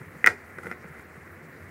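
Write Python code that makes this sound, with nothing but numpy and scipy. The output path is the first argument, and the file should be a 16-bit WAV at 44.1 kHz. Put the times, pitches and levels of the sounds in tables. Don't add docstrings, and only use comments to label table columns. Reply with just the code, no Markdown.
import sys
import numpy as np
from scipy import signal
from scipy.fft import rfft, irfft
from scipy.io import wavfile

SR = 44100
rng = np.random.default_rng(int(sys.argv[2]) if len(sys.argv) > 2 else 0)


def bounce(signal):
    frames = np.transpose(np.atleast_2d(signal))
    limited = np.clip(frames, -1, 1)
    pcm = np.round(limited * 32767).astype(np.int16)
    wavfile.write(sys.argv[1], SR, pcm)


def makeup_ratio(level_db):
    decades = np.asarray(level_db, float) / 20
    return 10 ** decades


N = 74970


def at_hz(spectrum, hz):
    pitch_hz, level_db = np.transpose(spectrum)
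    return np.interp(np.log(hz + 1), np.log(pitch_hz), level_db, left=-200, right=-200)


def colour(x, spectrum):
    gain = makeup_ratio(at_hz(spectrum, np.fft.rfftfreq(N, 1 / SR)))
    return irfft(rfft(x) * gain, N)


def bandpass(x, order, edges_hz):
    return signal.sosfilt(signal.butter(order, edges_hz, "band", fs=SR, output="sos"), x)


def rms_one(x):
    return x / np.sqrt(np.mean(x ** 2) + 1e-20)


def drift(rate):
    r = np.exp(-80 * np.pi * rate / SR)
    noise = rng.standard_normal(N // 40 + 2002)
    slow = signal.lfilter([1], [1, -2 * r, r * r], noise)[2000:]
    return np.interp(np.arange(N) / 40, np.arange(len(slow)), rms_one(slow))


def ring(x, hz, t60):
    r = makeup_ratio(-60 / (max(t60, 1e-3) * SR))
    w = 2 * np.pi * hz / SR
    return signal.lfilter([0, np.sin(w)], [1, -2 * r * np.cos(w), r * r], x + 1e-18)


def hush(spectrum, patchy_db, fast):
    hz = np.fft.rfftfreq(N, 1 / SR)
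    noise = rfft(rng.standard_normal(N)) * makeup_ratio(at_hz(spectrum, hz))
    together = drift(8.85)
    out = 0
    for centre in 30 * 2 ** np.arange(0, 9.6, .5):
        share = np.clip(1 - abs(2 * np.log2((hz + 1) / centre)), 0, 1)
        flicker = makeup_ratio(patchy_db * (0.241 * together + drift(fast)))
        out = out + irfft(noise * share, N) * flicker
    return rms_one(out)


# pitch_hz [Hz], width_hz [Hz], level_db [dB rms]
ROOM_TONES = [(84.26, 4.7, -60.5), (173.8, 66, -62.5), (233.74, 32, -60.5), (380, 22.5, -64.5),
              (480, 35.2, -68)]
# pitch_hz [Hz], level_db [dB]
RUMBLE_SPECTRUM = [(18, -70.5), (30, -32.5), (81, -1), (119, -10.5), (157, -3), (237, -14.5), (259, -10),
                   (369, -7.5), (1000, -18), (1300, -38.5), (2200, -120)]
# pitch_hz [Hz], level_db [dB]
HUSH_SPECTRUM = [(530, -55.5), (900, -19), (1070, -3), (1140, -4.5), (1230, -4.5), (1890, -0.5),
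                 (1980, 1.5), (2650, -16.5), (3600, -31), (4680, -39), (7920, -120)]
# pitch_hz [Hz], level_db [dB]
HISS_SPECTRUM = [(1940, -20), (3300, -6), (3890, 0), (4350, 0.5), (6190, -1), (14600, 0), (15800, 1)]


def quiet_room():
    out = np.zeros(N)
    for pitch_hz, width_hz, level_db in ROOM_TONES:
        level = makeup_ratio(level_db + 1.0 * drift(24.0))
        tone = ring(rng.standard_normal(N + SR), pitch_hz, 4.06 / width_hz)[SR:]
        out += level * rms_one(tone)
    out += makeup_ratio(-49 - 2.5) * hush(RUMBLE_SPECTRUM, patchy_db=1.5, fast=28.8)
    out += makeup_ratio(-51) * hush(HUSH_SPECTRUM, patchy_db=1.6, fast=30.8)
    out += makeup_ratio(-66) * hush(HISS_SPECTRUM, patchy_db=2.04, fast=15.5)
    return out


# start_s [s, at the peak], level_db [dB], pitch_hz [Hz], length_s [s]
BUMPS = [(.015, -37, 137.4, 0.024), (.08, -44.5, 162, 0.0447), (.165, -43, 172.4, 0.0296),
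         (.15, -45.5, 279.5, 0.012), (.30, -40, 95.73, 0.0514), (.335, -39.5, 409.2, 0.044),
         (.52, -49, 94.1, 0.16), (.575, -45, 166.5, 0.0395), (.66, -42, 93, 0.0686),
         (.675, -35.5, 480, 0.017), (.68, -41.5, 181.8, 0.069), (.725, -50.5, 86.9, 0.093),
         (.855, -42.5, 191.3, 0.0374), (.91, -42.5, 154.3, 0.0344), (.995, -41.5, 83.7, 0.0272),
         (0.972, -50.5, 380, 0.084), (0.079, -44, 92, 0.039), (0.137, -53, 92.5, 0.055),
         (1.18, -39, 167, 0.0213), (1.28, -46, 92.6, 0.046), (1.35, -49, 92.3, 0.17),
         (1.46, -47.5, 159.6, 0.134), (1.63, -44, 88.6, 0.086)]


def bumps():
    t = np.arange(N) / SR
    out = np.zeros(N)
    for start_s, level_db, pitch_hz, length_s in BUMPS:
        swell = np.exp(-(2.67 * (t - start_s) / length_s) ** 2)
        out += makeup_ratio(level_db) * swell * np.sin(2 * np.pi * pitch_hz * (t - start_s))
    return out


def clicks(start_s, level_db):
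    out = np.zeros(N)
    out[(start_s * SR).astype(int)] = makeup_ratio(level_db)
    return out


def struck(start_s, level_db, modes, shape, spread_db):
    t = np.arange(len(shape)) / SR
    chance = rng.standard_normal((len(level_db), len(modes)))
    out = 0
    for k, (pitch_hz, mode_db, t60_s) in enumerate(modes):
        mode = shape * makeup_ratio(-60 * t / t60_s) * np.sin(2 * np.pi * pitch_hz * t)
        hits = clicks(start_s, level_db + mode_db + spread_db * chance[:, k])
        out = out + signal.fftconvolve(hits, mode)[:N]
    return out


def tail(x, db, t60):
    gap_s = 0.00426
    t = np.arange(SR // 2) / SR
    decay = rng.standard_normal(len(t)) * makeup_ratio(db - 60 * t / t60) * np.clip(t / gap_s - 1, 0, 1)
    return signal.fftconvolve(x, decay)[:N]


# pitch_hz [Hz], level_db [dB], t60_s [s]
PLATE_HIGH = [(2007, 3, 0.0379), (1845, -2.5, 0.0285), (2269, -8.5, 0.038), (2840, -35.5, 0.0095)]
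# pitch_hz [Hz], level_db [dB], t60_s [s]
PLATE_LOW = [(1392.3, 1.5, 0.0567), (1203.5, -8.5, 0.0387), (1074, -13.5, 0.0136)]


def plates(start_s, level_db, low_db):
    rise_s, free_s, damp_s, left_db = .0007, .0032, .00022, -19
    t = np.arange(SR // 4) / SR
    free = 1 / (1 + np.exp(np.clip((t - free_s) / damp_s, -50, 50)))
    damped = (1 - np.exp(-t / rise_s)) * (makeup_ratio(left_db) + (1 - makeup_ratio(left_db)) * free)
    high = struck(start_s, level_db, PLATE_HIGH, damped, spread_db=.7)
    low = struck(start_s, level_db + low_db, PLATE_LOW, damped, spread_db=.7)
    return bandpass(high - low, 3, [900, 3200])


# pitch_hz [Hz], level_db [dB], t60_s [s]
EDGE = [(3710, 16, 0.00233), (5178, 9.5, 0.021), (6060, -3.5, 0.0064), (7160, -3, 0.0026),
        (8060, -5.5, 0.007), (9813, 4, 0.012), (11470, -6, 0.0036), (14200, -13, 0.0027)]


def edge_crack(start_s, crack_db):
    burst_db, burst_t60_s, lag_s, dull_hz = 3.5, 0.01046, .0004, 10240
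    t = np.arange(SR // 4) / SR
    burst = makeup_ratio(burst_db - 60 * t / burst_t60_s)
    crack = struck(start_s, crack_db - 13, EDGE, np.ones(len(t)), spread_db=2.0)
    crack = crack + rng.standard_normal(N) * signal.fftconvolve(clicks(start_s, crack_db), burst)[:N]
    crack = signal.sosfilt(signal.butter(3, 2800, "high", fs=SR, output="sos"), crack)
    crack = signal.lfilter(*signal.butter(1, dull_hz, fs=SR), crack)
    return np.roll(crack, int(lag_s * SR))


# pitch_hz [Hz], level_db [dB], t60_s [s]
TABLE = [(480, 4.5, 0.0269), (389.3, 3.5, 0.0234), (241.6, -5, 0.0525), (182.4, -17.5, 0.0765),
         (92, -20.5, 0.065), (738.7, -0.5, 0.02866), (862.8, -1, 0.02074)]


def table_thud(start_s, thud_db):
    rise_s = 0.000847
    t = np.arange(SR // 4) / SR
    return struck(start_s, thud_db, TABLE, 1 - np.exp(-t / rise_s), spread_db=2.5)


# start_s [s], level_db [dB], low_plate_db [dB], edge_db [dB], thud_db [dB]
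CONTACTS = [(0.2427, -6, -14.5, -34.5, -21), (0.253, -31, -1, -31.5, -10.5),
            (.2614, -11.5, -1.5, -10.5, -25), (.2634, -10, -9.5, -15, -33.5),
            (0.2684, -24, -12.5, -15.5, -3), (0.2716, -0.5, -5, -24.5, -23.5), (.2753, -7, -28, -34.5, -20),
            (.2800, -31.5, 18, -29, -11), (.2860, -23.5, 1.5, -31, -8), (.5844, -34, 0, -15, -5),
            (.5870, -37, 10, -36, -9.5), (.6452, -39.5, 3, -19, -5), (0.658, -41.5, 8, -27, -5),
            (0.6685, -30, -2.5, -24.5, -5), (0.6719, -43.5, -1.5, -27, 1), (0.685, -46, 0.5, -26, 1),
            (.7136, -27, 1.5, -18.5, -6.5), (.7165, -33.5, -21.5, -29.5, -20.5),
            (0.7242, -30, -3.5, -32, -22)]
# start_s [s], level_db [dB], low_plate_db [dB], edge_db [dB], thud_db [dB]
NUDGES = [
    (.7737, -54, 6, -29.5, -4),
    (0.8439, -44.5, -18.5, -29.5, 4.5),
    (0.9816, -44, 0, -26, -2.5),
    (1.2752, -42, -5, -23, -10),
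    (0.015, -46.5, 4, -30.5, 3),
    (.1530, -49.5, 4.5, -30, 5.5),
    (.9500, -51, 4.5, -30, 4),
    (1.6043, -52, 6.5, -30, -7),
]
# pitch_hz [Hz], level_db [dB]
BRIGHT_TAIL = [(2600, 2.5), (3300, 2), (5000, 7), (7000, 3), (10000, -1), (15500, -15.5)]


def compact():
    start_s, level_db, low_db, edge_db, thud_db = np.transpose(CONTACTS + NUDGES)
    plate = plates(start_s, level_db, low_db)
    crack = edge_crack(start_s, level_db + edge_db)
    knock = table_thud(start_s, level_db + thud_db)
    wide = bandpass(clicks(start_s, level_db), 4, [1150, 2400])
    plate_tail = tail(plate + 2.0 * wide, -42, 0.1933)
    knock_tail = tail(knock, -34, 0.211)
    bright_tail = colour(tail(clicks(start_s, level_db + edge_db), -16.5, 0.175), BRIGHT_TAIL)
    return plate + plate_tail + knock + knock_tail + crack + bright_tail


def rubbed(grains, modes):
    out = 0
    for k, (pitch_hz, level_db, t60_s) in enumerate(modes):
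        out = out + makeup_ratio(level_db / 2) * ring(grains, pitch_hz, t60_s / 2) * (-1) ** k
    return rms_one(out)


# start_s [s], level_db [dB]
SLIDE = [
    (.57, -60.5),
    (.615, -50.5),
    (.64, -46),
    (.67, -40.5),
    (.70, -46),
    (.735, -52),
    (.76, -63),
    (.96, -57),
    (1.0, -48),
    (1.05, -67),
]
# pitch_hz [Hz], level_db [dB]
SKIN = [(3000, -4), (5000, -8.5), (8500, -2.5), (11000, -4), (15500, -11)]


def slide():
    grains_per_s = 1800
    start_s, level_db = np.transpose(SLIDE)
    slips = rng.random((3, N)) < grains_per_s / SR
    strength = makeup_ratio(5.4 * np.minimum(rng.exponential(1, (3, N)), 5))
    grains = slips * strength * rng.choice([-1, 1], (3, N))
    body = rubbed(grains[0], PLATE_HIGH + PLATE_LOW)
    body = signal.sosfilt(signal.butter(4, 2600, fs=SR, output="sos"), body)
    low = rubbed(grains[1], TABLE)
    hiss = rms_one(colour(rng.standard_normal(N) + 0.63 * rms_one(grains[2]), SKIN))
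    pressure = makeup_ratio(np.interp(np.arange(N) / SR, start_s, level_db) + 3.4 * drift(40))
    return pressure * (body + makeup_ratio(-15.5) * hiss + makeup_ratio(-6) * low)


def scene():
    return (compact() + slide() + bumps() + quiet_room())[None]


def band_limit(x):
    return signal.sosfilt(signal.butter(12, 16820, fs=SR, output="sos"), x)


def record(dry):
    x = signal.sosfilt(signal.butter(3, 66.6, "high", fs=SR, output="sos"), dry)
    x = x / (1 + abs(x) ** 4) ** .25
    x = signal.sosfilt(signal.cheby2(12, 70, 16000 * 1.08, fs=SR, output="sos"), x)
    return band_limit(x)


dry = scene()
out = record(dry)
bounce(out)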